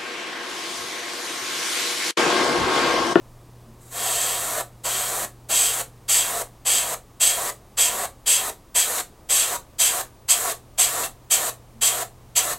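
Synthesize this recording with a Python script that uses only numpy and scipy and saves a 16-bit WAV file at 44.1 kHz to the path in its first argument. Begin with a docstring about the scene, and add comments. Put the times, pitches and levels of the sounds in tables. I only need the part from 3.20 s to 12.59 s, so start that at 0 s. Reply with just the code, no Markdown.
"""An airbrush paints a model on a workbench: one long stroke, then a row of short, fairly even ones.
Each press opens a jet of air, shaped noise that also rushes on the model's hollow hull a moment later.
Pulling the trigger back feeds paint: resonant noise, low for a thin flow and bright for a full one.
A small room answers with short decaying echoes; beneath lie a beating mains hum, a faint fan
and three soft handling bumps. Both channels carry the same sound."""
import sys
import numpy as np
from scipy import signal
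from scipy.fft import rfft, irfft, next_fast_len
from scipy.io import wavfile
from scipy.ndimage import map_coordinates

SR = 44100
rng = np.random.default_rng(int(sys.argv[2]) if len(sys.argv) > 2 else 0)


def file_out(sig):
    """Save sig as 16-bit WAV at sys.argv[1]."""
    # one column per channel
    cols = np.atleast_2d(sig).T
    # limit, then scale
    lim = np.clip(cols, -1, 1)
    pcm = np.round(lim * 32767).astype(np.int16)
    wavfile.write(sys.argv[1], SR, pcm)


N = 414035


def amp(db):
    """Decibels to amplitude gain."""
    return 10 ** (np.asarray(db) / 20)


def unit(x):
    """Scale to rms 1."""
    return x / np.sqrt(np.mean(x ** 2) + 1e-20)


def clock():
    """Time of every sample in seconds."""
    return np.arange(N) / SR


def along(points, hz):
    """Interpolate (Hz, value) points on a log frequency axis."""
    point_hz, values = np.transpose(points)
    return np.interp(np.log(hz + 1), np.log(point_hz + 1), values)


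def wobble(knots_per_s):
    """Smooth random curve: a spline through normal random knots."""
    knots = rng.standard_normal(int(N * knots_per_s / SR) + 4)
    return map_coordinates(knots, [clock() * knots_per_s])


def trailing(x, lag_s):
    """One-pole lag behind x."""
    keep = np.exp(-1 / (lag_s * SR))
    return signal.lfilter([1 - keep], [1, -keep], x)


def filtered(x, response):
    """Multiply the spectrum of x by a gain that depends on frequency, padded against wrap-around."""
    size = next_fast_len(N + SR // 2)
    hz = np.fft.rfftfreq(size, 1 / SR)
    return irfft(rfft(x, size) * response(hz), size)[:N]


def noise(spectrum, peaks=()):
    """Noise of rms 1: a broad spectrum with bell-shaped resonances added in dB."""
    def response(hz):
        lift_db = sum(db / (1 + (2 * (hz - centre_hz) / width_hz) ** 2)
                      for centre_hz, width_hz, db in peaks)
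        return amp(along(spectrum, hz) + lift_db)
    return unit(filtered(rng.standard_normal(N), response))


# fan noise spectrum: freq_hz [Hz], density_db [relative dB per Hz]
FAN_SPECTRUM = [(12, -40), (22, -0.5), (45, -5.5), (90, -8), (170, -14), (330, -15), (600, -18.5),
                (1200, -22), (1370, -28.5), (2600, -33), (5000, -35), (8200, -35), (15500, -39.5)]


def fan(level_db=-50):
    """Shaped noise whose level drifts very slightly."""
    return amp(level_db + 0.19 * wobble(3)) * noise(FAN_SPECTRUM)


# mains hum partials: freq_hz [Hz], level_db [dB re the hum]
HUM_PARTIALS = [(120, 0.5), (240, -25), (360, -20.5)]
HUM_DB, BEAT_DEPTH = -55, 0.63  # stronger hum; amplitude share of the weaker hum beating against it
BEAT_PERIOD_S, BEAT_QUIET_S = 9.9, 5.7  # beat length and its quietest moment


def mains_hum():
    """Slightly unsteady sine partials wax and wane as two hums beat."""
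    t = clock()
    phase_per_hz = 2 * np.pi * (t + .00006 * wobble(2))
    hum = np.zeros(N)
    for freq_hz, level_db in HUM_PARTIALS:
        start_phase = rng.uniform(0, 2 * np.pi)
        hum += amp(level_db) * np.sqrt(2) * np.sin(freq_hz * phase_per_hz + start_phase)
    weaker_hum = BEAT_DEPTH * np.exp(2j * np.pi * (t - BEAT_QUIET_S) / BEAT_PERIOD_S)
    return amp(HUM_DB) * np.abs(1 - weaker_hum) * hum


# soft hollow handling bumps: centre_s [s], level_db [dB, rms of the tone at the centre]
HANDLING_BUMPS = [(.50, -51.5), (4.76, -51), (8.589, -50.5)]


def bumps(ring_hz=226, width_s=.045):
    """One low note swells and fades under a Gaussian envelope at each bump."""
    total = np.zeros(N)
    for centre_s, level_db in HANDLING_BUMPS:
        age_s = clock() - centre_s
        swell = amp(level_db) * np.exp(-(age_s / width_s) ** 2)
        total += swell * np.sqrt(2) * np.sin(2 * np.pi * ring_hz * age_s)
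    return total


# air past the barely cracked valve: time_s [s], air_db [dB]
VALVE_LEAK = [(.56, -80), (.62, -54), (.70, -50), (.76, -45), (.82, -91)]
# bare air jet spectrum: freq_hz [Hz], density_db [relative dB per Hz]
JET_SPECTRUM = [(300, -32), (1500, -6.5), (2600, -15.5), (3400, -13), (3900, -8), (4600, -13),
                (5400, -12.5), (6200, -6.5), (7900, 0), (9000, -3.5), (10200, -7.5), (12000, -5),
                (13300, -9.5), (15700, -15)]


def air_jet(air):
    """Turbulent air hisses at the nozzle, faintly at first through the barely cracked valve."""
    leak = amp(np.interp(clock(), *np.transpose(VALVE_LEAK), left=-120, right=-120))
    turbulence = amp(.6 * wobble(250))
    return (air + leak) * noise(JET_SPECTRUM) * turbulence


# trigger strokes: press_s [s], release_s [s], air_db [dB], pull_time_s [s], feed_length_s [s],
# paint_flow_db [dB, before the needle's motion], spit_db [dB, before the puff's shape]
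TRIGGER_STROKES = [(0.703, 1.412, -28, .22, 0.43, -19, -41), (1.634, 2.049, -27.5, 0.0072, 0.22, -25, -38),
                   (2.285, 2.616, -26.5, 0.034, 0.21, -16, -38),
                   (2.878, 3.22, -27.6, .006, 0.14, -15.5, -42),
                   (3.447, 3.743, -28.5, 0.013, 0.16, -16.5, -41),
                   (3.996, 4.301, -27.7, .008, 0.12, -15, -29), (4.567, 4.856, -29, .006, 0.11, -15.2, -45),
                   (5.056, 5.3, -28.5, 0.0052, 0.12, -14.5, -45),
                   (5.542, 5.809, -26, 0.0066, 0.086, -14.5, -21),
                   (6.086, 6.362, -27.5, 0.012, .15, -15.5, -41),
                   (6.582, 6.814, -26.5, 0.0049, 0.11, -15, -31), (7.078, 7.324, -26, .01, 0.059, -13, -25),
                   (7.574, 7.862, -27, .006, 0.085, -14.5, -22.5),
                   (8.098, 8.296, -26, .006, 0.061, -13.5, -28.5),
                   (8.607, 8.831, -27.5, 0.0051, 0.089, -14.5, -31),
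                   (9.15, 9.337, -27, .006, 0.051, -13, -32.5)]
VALVE_OPEN_S, VALVE_CLOSE_S = 0.02, 0.0044  # shortest opening; spring snapping the valve shut
GENTLE_PRESS = 0.49  # opening time over pull time: a slow pull opens the valve slowly too
EASE_STEEPNESS = 6.8  # how abruptly the needle slides forward again


def trigger():
    """Valve opening, air and paint flow: air opens, the needle pulls back, then eases forward."""
    t = clock()
    valve, air, paint = np.zeros((3, N))
    for press_s, release_s, air_db, pull_s, feed_s, paint_db, _ in TRIGGER_STROKES:
        opening_s = max(VALVE_OPEN_S, GENTLE_PRESS * pull_s)
        shut_s = release_s + VALVE_CLOSE_S
        held = (t > press_s) & (t < shut_s)
        age_s = t[held] - press_s
        gate = np.interp(t[held], [press_s, press_s + opening_s, release_s, shut_s], [0, 1, 1, 0])
        pulled_back = 1 - np.exp(-age_s / pull_s)
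        needle = pulled_back / (1 + (age_s / feed_s) ** EASE_STEEPNESS)
        valve[held] += gate
        air[held] += gate * amp(air_db)
        paint[held] += gate * needle * amp(paint_db)  # paint is only drawn while air flows
    return valve, air, paint


# air striking the model: freq_hz [Hz], density_db [relative dB per Hz]
RUSH_SPECTRUM = [(100, -27), (220, -16.5), (340, -13), (430, -4.5), (620, -5), (900, -10.5), (1100, -3.5),
                 (1550, -12.5), (1850, -8.5), (2400, -16), (4500, -18.5), (9000, -61)]
# hollows of the model's hull: centre_hz [Hz], width_hz [Hz], lift_db [dB]
HULL_RESONANCES = [(488, 63, 2.1), (721, 138, 10.7), (969, 33, 8.2), (1128, 91, 3.7), (1360, 110, 3.6),
                   (1773, 52, 5.9)]
RUSH_DB = -30.5  # same for every stroke, before paint softens it


def air_on_model(valve, paint, travel_s=0.0032, soften_db=14, recovery_s=0.027):
    """The jet rushes on the model after a travel delay; a load of paint softens the rush."""
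    arriving = np.interp(clock() - travel_s, clock(), valve)
    load = trailing(np.sqrt(paint), recovery_s)
    level = amp(RUSH_DB - soften_db * load + 0.93 * wobble(22))
    return arriving * level * noise(RUSH_SPECTRUM, HULL_RESONANCES)


# paint tearing into mist: freq_hz [Hz], density_db [relative dB per Hz]
MIST_SPECTRUM = [(400, -36), (1200, -24), (2300, -8.5), (3000, -8), (4000, -9), (5500, -10.5), (6800, -5),
                 (7800, 4), (8700, -5), (10400, -11), (11800, -7), (13300, -14.5), (15700, -18.5)]
# resonances around the nozzle: centre_hz [Hz], width_hz [Hz], lift_db [dB]
NOZZLE_RESONANCES = [(1800, 47, 5.6), (2680, 100, 3.66), (3233, 260, 9.7), (4690, 290, 6.4),
                     (6220, 340, 8.9), (7300, 400, 2.5), (7850, 210, 2.4), (8210, 254, 7), (8960, 227, 6.2),
                     (9940, 310, 8.4), (11340, 320, 5.9), (12400, 350, 3), (14000, 350, 3.5)]
# growth of each band with the paint: centre_hz [Hz], flow_power [exponent]
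BAND_GROWTH = [(1500, 0.69), (2500, 0.83), (4300, 0.79), (6200, 1.3), (7900, 1.12), (9100, 1.44),
               (12000, 1.13)]


def paint_mist(paint, full_db=-14, mist_db=-0.94, sputter_db=1.0, flutter_db=0.37,
               drying_s=0.018, coarse_hz=3500):
    """Paint breaks up unevenly; a thin flow hisses low, a full one sizzles bright."""
    mist = noise(MIST_SPECTRUM, NOZZLE_RESONANCES)
    flow = paint / amp(full_db)
    film = np.maximum(flow, trailing(flow, drying_s))  # wet needle holds the low hiss a little longer
    centres_hz, powers = np.transpose(BAND_GROWTH)
    spray = np.zeros(N)
    for centre_hz, power, weights in zip(centres_hz, powers, np.eye(len(BAND_GROWTH))):
        crossfade = np.c_[centres_hz, weights]  # 1 at this band's centre, 0 at the others
        band = filtered(mist, lambda hz: along(crossfade, hz))
        drive = film if centre_hz < coarse_hz else flow
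        spray += band * drive ** power
    breakup = unit(amp(sputter_db * wobble(500) + flutter_db * wobble(70)))
    return amp(full_db + mist_db) * breakup * spray


# closing spit spectrum: freq_hz [Hz], density_db [relative dB per Hz]
SPIT_SPECTRUM = [(300, -15), (700, -5), (2000, 6), (4200, 6), (7000, -5), (14000, -23)]
SPIT_LEAD_S = .03  # the needle tip clears this long before release


def spits(rise_s=0.0042, fade_s=0.0087):
    """Paint left on the needle tip blows off in a short noise puff just before the valve shuts."""
    age_s = np.arange(SR // 8) / SR
    puff = (1 - np.exp(-age_s / rise_s)) * np.exp(-age_s / fade_s)
    level = np.zeros(N + len(puff))
    for _, release_s, *_, spit_db in TRIGGER_STROKES:
        start = round((release_s - SPIT_LEAD_S) * SR)
        level[start:start + len(puff)] += amp(spit_db) * puff
    return level[:N] * noise(SPIT_SPECTRUM)


def airbrush(venting_s=0.003):
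    """One trigger drives both the air and the paint."""
    valve, air, paint = trigger()
    blowing = trailing(valve > 0, venting_s)  # the mist stops with the air
    mist = blowing * paint_mist(paint)
    return air_jet(air) + air_on_model(valve, paint) + mist + spits()


# room decay: freq_hz [Hz], t60_s [s]
ROOM_DECAY = [(200, 0.28), (1000, 0.18), (4000, 0.19), (8000, 0.17), (15000, 0.18)]


def wall_tail(gap_s=.002):
    """Echo tail of energy 1: noise decaying at each frequency's own t60, after a short gap."""
    hz, t, grid = signal.stft(rng.standard_normal(SR // 2), SR, nperseg=256)
    decay = amp(-60 * t / along(ROOM_DECAY, hz)[:, None])
    tail = signal.istft(grid * decay, SR, nperseg=256)[1]
    return np.pad(tail / np.linalg.norm(tail), (int(gap_s * SR), 0))


def room(x, wet_db=-5.0, count=6):
    """The restless plume feeds several wall tails in ever-changing shares of constant total power."""
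    shares = np.array([.35 + wobble(45) for _ in range(count)])
    shares /= np.linalg.norm(shares, axis=0)
    echo = sum(signal.fftconvolve(x * share, wall_tail())[:N] for share in shares)
    return (x + amp(wet_db) * echo) / np.hypot(1, amp(wet_db))


def scene():
    """The airbrush in its room, bumps, fan and hum, alike in both channels."""
    mono = room(airbrush()) + bumps() + fan() + mains_hum()
    return np.array([mono, mono])


TOP_HZ = 15800


def record(dry):
    """Cut everything from the band limit up."""
    return np.array([filtered(channel, lambda hz: hz < TOP_HZ) for channel in dry])


dry = scene()
out = record(dry)
file_out(out)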